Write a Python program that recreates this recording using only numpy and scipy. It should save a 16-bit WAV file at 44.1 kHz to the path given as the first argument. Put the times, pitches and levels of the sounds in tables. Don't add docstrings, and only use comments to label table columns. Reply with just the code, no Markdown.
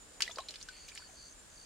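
import sys
import numpy as np
from scipy import signal
from scipy.fft import rfft, irfft
from scipy.io import wavfile

SR = 44100
rng = np.random.default_rng(int(sys.argv[2]) if len(sys.argv) > 2 else 0)


def log_audio(samples):
    frames = np.atleast_2d(samples).T
    limited = np.clip(frames, -1, 1)
    pcm = np.round(limited * 32767).astype(np.int16)
    wavfile.write(sys.argv[1], SR, pcm)


N = 72765
T = np.arange(N) / SR


def from_db(db):
    return 10 ** (np.asarray(db) / 20)


def unit_rms(x):
    return x / np.sqrt(np.mean(x ** 2) + 1e-20)


def at_hz(points, hz):
    points_hz, values = np.array(points).T
    return np.interp(np.log(hz), np.log(points_hz), values)


def panned(x, pan_db):
    return x * from_db([[pan_db / 2], [-pan_db / 2]])


def butter(x, hz, kind, order=2):
    return signal.sosfilt(signal.butter(order, hz, kind, fs=SR, output="sos"), x + 1e-18)


def resonate(x, hz, width_hz, stages=1):
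    r = np.exp(-np.pi * width_hz / SR)
    b = np.array([1, 0, -1]) * (1 - r * r) / 2
    a = [1, -(1 + r * r) * np.cos(2 * np.pi * hz / SR), r * r]
    for _ in range(stages):
        x = signal.lfilter(b, a, x + 1e-18)
    return x


def decay(start_s, t60_s):
    return (T >= start_s) * np.exp(-np.log(1000) * np.maximum(T - start_s, 0) / t60_s)


def scatter(x, t60_s, delay_s=0):
    tail = rng.standard_normal((2, N)) * decay(delay_s, t60_s)
    tail /= np.sqrt(np.sum(tail ** 2, axis=1, keepdims=True))
    return signal.fftconvolve(np.atleast_2d(x), tail, axes=1)[:, :N]


def stream(level_db=-58):
    # frequency in Hz, relative spectral density in dB.
    spectrum = [(30, 10), (90, -4), (250, -1), (550, -4), (800, -6.5), (1300, -6), (1650, -4), (2000, -9),
                (3500, -9.5), (5600, -9.5), (6500, -9.5), (7500, -8.5), (8500, -5.5), (9300, -6),
                (9900, -18), (12500, -22.5), (15800, -28.5)]
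    # frequency in Hz, left-right correlation.
    correlation = [(100, 0.66), (200, 0.1), (640, 0.4), (1400, 0.24), (3100, 0.12), (7000, 0.033),
                   (15000, 0.061)]
    hz = np.maximum(np.fft.rfftfreq(N, 1 / SR), 1)
    mid, side = rfft(rng.standard_normal((2, N)))
    alike = at_hz(correlation, hz)
    ears = np.sqrt(1 + alike) * mid + np.sqrt(1 - alike) * side * [[1], [-1]]
    murmur = irfft(from_db(at_hz(spectrum, hz)) * ears, N)
    return from_db(level_db) * unit_rms(butter(murmur, 38, "high"))


def insects(hz=7140, width_hz=450, level_db=-63.5):
    return from_db(level_db) * unit_rms(resonate(rng.standard_normal((2, N)), hz, width_hz, stages=2))


def drone():
    # centre in Hz, nominal width in Hz, level in dB.
    bands = [(38, 16, -70.5), (68.9, 18, -73)]
    out = np.zeros(N)
    for hz, width_hz, db in bands:
        settled = resonate(rng.standard_normal(2 * N), hz, 2 * width_hz, stages=2)[N:]
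        out += from_db(db) * unit_rms(settled)
    return panned(out, pan_db=5.5)


def chirp(middle_s, length_s, hz, fall_hz):
    t = np.clip(T - middle_s, -length_s / 2, length_s / 2)
    cycles = hz * t - fall_hz * t * t / (2 * length_s)
    return np.cos(np.pi * t / length_s) ** 2 * np.sin(2 * np.pi * cycles)


def trills(runs, period_s, chirp_s, hz, fall_hz):
    out = np.zeros(N)
    for first_s, last_s, first_db, last_db in runs:
        count = round((last_s - first_s) / period_s) + 1
        for k, db in enumerate(np.linspace(first_db, last_db, count)):
            middle_s = first_s + period_s * (k + rng.normal(0, 0.0067))
            gain = from_db(db + rng.normal(0, 0.53))
            out += gain * chirp(middle_s, chirp_s, hz + rng.normal(0, 50), fall_hz)
    return out


def buzzes(centre_hz=4530, swing_hz=202, rate_hz=110, wander_hz=170, fade_s=0.038):
    # start in seconds, end in seconds, level in dB.
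    notes = [(0.689, 0.886, -59.5), (0.918, 1.094, -58.5), (1.14, 1.308, -58)]
    envelope = sum(from_db(db) * np.clip(np.minimum(T - start_s, end_s - T) / fade_s, 0, 1)
                   for start_s, end_s, db in notes)
    wander, flutter = unit_rms(butter(rng.standard_normal((2, N)), 390, "low"))
    hz = centre_hz + swing_hz * np.sin(2 * np.pi * rate_hz * T) + wander_hz * wander
    warble = (1 + 0.3 * flutter) * np.sin(2 * np.pi * np.cumsum(hz) / SR)
    return envelope * unit_rms(butter(warble, [4250, 4850], "band"))


def birds(wet_db=-10):
    # first and last chirp time in seconds, first and last chirp peak in dB.
    high_runs = [(.7665, .907, -55, -51.5), (1.074, 1.326, -55.5, -49), (1.502, 1.656, -56.5, -52)]
    low_runs = [(1.526, 1.562, -66, -58), (1.58, 1.652, -52.5, -51.5)]
    # middle in seconds, pitch in Hz, peak in dB.
    whistles = [(0.021, 7010, -55.5), (0.144, 7100, -60), (.183, 6850, -58), (0.293, 7000, -66),
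                (0.334, 7060, -54.5), (0.46, 7000, -58), (.5, 7020, -58), (.61, 7100, -59),
                (.775, 7000, -64), (0.814, 6900, -57.5), (.932, 7050, -61), (0.969, 6960, -64),
                (1.396, 7320, -56.5), (1.545, 7050, -75)]
    song = trills(high_runs, period_s=0.014, chirp_s=0.0077, hz=6310, fall_hz=1100)
    song += trills(low_runs, period_s=0.018, chirp_s=0.014, hz=4600, fall_hz=700)
    song += buzzes()
    for middle_s, hz, db in whistles:
        song += from_db(db) * chirp(middle_s, length_s=0.057, hz=hz, fall_hz=113)
    return song + from_db(wet_db) * scatter(song, t60_s=0.12)


def near_reflections(x, gain_db=-5.5, spread_db=3):
    mid, side = scatter(x.mean(axis=0), t60_s=0.055, delay_s=0.0011)
    treble_side = from_db(spread_db) * butter(side, 1600, "high", order=1)
    return from_db(gain_db) * (mid + treble_side * [[1], [-1]])


def far_reflections(x, gain_db=-16):
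    return from_db(gain_db) * butter(scatter(x, t60_s=0.35, delay_s=0.015), 2200, "high")


def swishes():
    # middle in seconds, 1/e half-length in seconds, centre in Hz, stage width in Hz,
    # top level in dB.
    swells = [(0.23, 0.17, 406, 530, -64.5), (.49, .06, 474, 350, -64.5), (.48, .12, 3000, 2200, -64),
              (0.767, 0.13, 2580, 1400, -63)]
    out = np.zeros(N)
    for middle_s, half_s, hz, width_hz, db in swells:
        churn = unit_rms(resonate(rng.standard_normal(N), hz, width_hz, stages=2))
        out += from_db(db) * np.exp(-((T - middle_s) / half_s) ** 2) * churn
    return out


def spray(drops_per_s=700, t60_cycles=15, pitches=24, spread_db=4):
    # start in seconds, level in dB, t60 in seconds.
    bursts = [(0.206, -37.5, 0.07), (.222, -39, 0.033), (0.242, -51, 0.51), (0.482, -63, 0.58),
              (0.88, -52, 0.21), (.953, -59.5, 0.6)]
    envelope = sum(from_db(db) * decay(start_s, t60_s) for start_s, db, t60_s in bursts)
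    sizes = from_db(spread_db * np.minimum(rng.exponential(1, N), 4)) * rng.choice([-1, 1], N)
    drops = unit_rms(sizes * (rng.random(N) < drops_per_s / SR)) * envelope
    pitch_index = rng.integers(0, pitches, N)
    out = np.zeros((2, N))
    for k, hz in enumerate(np.geomspace(1600, 7600, pitches)):
        width_hz = np.log(1000) / np.pi * hz / t60_cycles
        makeup_gain = np.sqrt(SR / (np.pi * width_hz))
        pings = makeup_gain * resonate(drops * (pitch_index == k), hz, width_hz)
        out += panned(pings, rng.normal(0, 2))
    return out


def bubbles(attack_s=0.0003):
    # start in seconds, pitch in Hz, level in dB, t60 in seconds,
    # glide as a share of pitch per second, left minus right in dB.
    rings = [(0.2032, 956, -41, 0.026, -8, 4), (0.208, 1508, -35.5, 0.031, 5.5, 3),
             (0.222, 2960, -30.5, 0.016, 5, -4), (0.2203, 4570, -29, 0.036, -3, 10),
             (0.222, 3470, -36, .035, -3.5, 14), (.2232, 6550, -28.5, 0.017, 1, -2),
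             (.2370, 2456, -42, .035, 9, -12), (0.2545, 3370, -38.5, 0.023, -6, 2),
             (0.2778, 1947, -31.5, 0.042, 1.5, -4.5), (.2815, 3520, -42, 0.023, 24, 6),
             (.2932, 670, -42, 0.033, -1, 3), (0.296, 1240, -43, 0.021, 2, 2),
             (.3085, 958, -53, 0.12, 0, -1), (0.312, 3516, -37, 0.03, -1.5, 6.5),
             (.3590, 4850, -39, 0.011, 20, -6), (0.3711, 484, -44.5, 0.057, 8, 2),
             (0.3736, 900, -36.5, 0.01, 8, 3), (0.3718, 3900, -52.5, 0.032, 3.5, 16),
             (.3850, 1097, -33.5, 0.074, -1.5, -2), (0.384, 1340, -29.5, 0.017, -10, -0.5),
             (.3865, 548, -39.5, 0.098, 26, 3), (0.405, 4020, -44, 0.037, -7.5, -1),
             (0.42, 3960, -47, .025, 3, 7), (0.4873, 4116, -32, 0.02, 4.5, 1),
             (0.4932, 4200, -35.5, 0.019, -4, 1), (0.5575, 3340, -42, 0.018, 17, 4),
             (0.586, 5140, -48, 0.024, 7, 0), (.6275, 6270, -36.5, 0.011, 4, -3),
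             (0.6868, 1532, -38.5, 0.074, -0.8, 0.5), (0.9171, 2250, -44.5, 0.032, 14, -4),
             (0.9964, 935, -47.5, 0.019, 8, 3), (1.0215, 1490, -47.5, 0.04, 3.5, -3),
             (1.0925, 758, -51, 0.036, 0, 0), (1.135, 628, -53, 0.04, 5, 3)]
    out = np.zeros((2, N))
    for start_s, hz, db, t60_s, glide_per_s, pan_db in rings:
        age_s = np.maximum(T - start_s, 0)
        tone = np.sin(2 * np.pi * hz * (age_s + glide_per_s * age_s ** 2 / 2))
        envelope = decay(start_s, t60_s) * (1 - np.exp(-age_s / attack_s))
        out += panned(from_db(db) * tone * envelope, pan_db)
    return out


def cavity(x, hz, width_hz, skirt_share=0.46):
    broad = resonate(x, hz, 1.64 * width_hz)
    steep = resonate(broad, hz, 1.3 * width_hz)
    return skirt_share * broad + (1 - skirt_share) * steep


def slaps(spurt_db=6.5):
    # start in seconds, crack gain in dB, splatter gain in dB, centre in Hz,
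    # nominal width in Hz, splatter t60 in seconds.
    impacts = [(0.1438, -60, -49, 5500, 4000, 0.012), (0.2065, -19.5, -32, 2870, 4540, 0.015),
               (0.2215, -13.5, -25.5, 4750, 3170, 0.016), (0.2784, -34, -48, 3960, 4000, 0.017),
               (0.3171, -38, -49, 6040, 1200, 0.057), (0.359, -45, -44.5, 4880, 1200, .018),
               (.3849, -30, -41.5, 2000, 3080, 0.032), (.4034, -35, -53.5, 3950, 2500, 0.034),
               (.4860, -30, -42.5, 3980, 1500, 0.01), (0.4909, -31.5, -53, 3970, 1800, 0.024),
               (0.5081, -29, -45, 4600, 2200, .009), (0.5401, -37.5, -43, 3450, 2180, 0.033),
               (0.558, -35, -46, 4460, 1780, 0.016), (0.6031, -40, -49, 4100, 3500, 0.023),
               (.6129, -53, -49, 4280, 1200, 0.032), (.6275, -33.5, -45, 6200, 1400, 0.014),
               (0.6874, -35, -45.5, 4500, 2010, 0.015), (0.888, -44, -51, 4040, 1600, .022),
               (.9514, -43, -39.5, 7600, 1200, .009), (0.954, -53, -46, 3540, 2000, 0.027),
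               (0.9759, -28, -54.5, 2370, 1100, 0.023), (0.9764, -38.5, -40, 5300, 700, 0.02)]
    flicker = unit_rms(butter(rng.standard_normal(N), 900, "low"))
    spurts = from_db(spurt_db * np.clip(flicker, -2, 2))
    out = np.zeros(N)
    for start_s, crack_db, splatter_db, hz, width_hz, t60_s in impacts:
        crack = cavity(signal.unit_impulse(N, int(start_s * SR)), hz, width_hz)
        crack /= np.abs(crack).max()
        splatter = unit_rms(cavity(rng.standard_normal(N) * spurts, hz, width_hz))
        out += from_db(crack_db) * crack + from_db(splatter_db) * splatter * decay(start_s, t60_s)
    return butter(butter(out, 950, "high"), 9800, "low", order=3)


def scene(bubble_send_db=-8):
    splashes = slaps() + spray()
    rings = bubbles()
    send = splashes + from_db(bubble_send_db) * rings
    reflections = near_reflections(send) + far_reflections(send)
    water = splashes + rings + swishes() + reflections
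    return water + stream() + insects() + drone() + birds()


def record(dry, cutoff_hz=15800):
    return signal.sosfilt(signal.ellip(10, 0.1, 80, cutoff_hz, fs=SR, output="sos"), dry)


dry = scene()
out = record(dry)
log_audio(out)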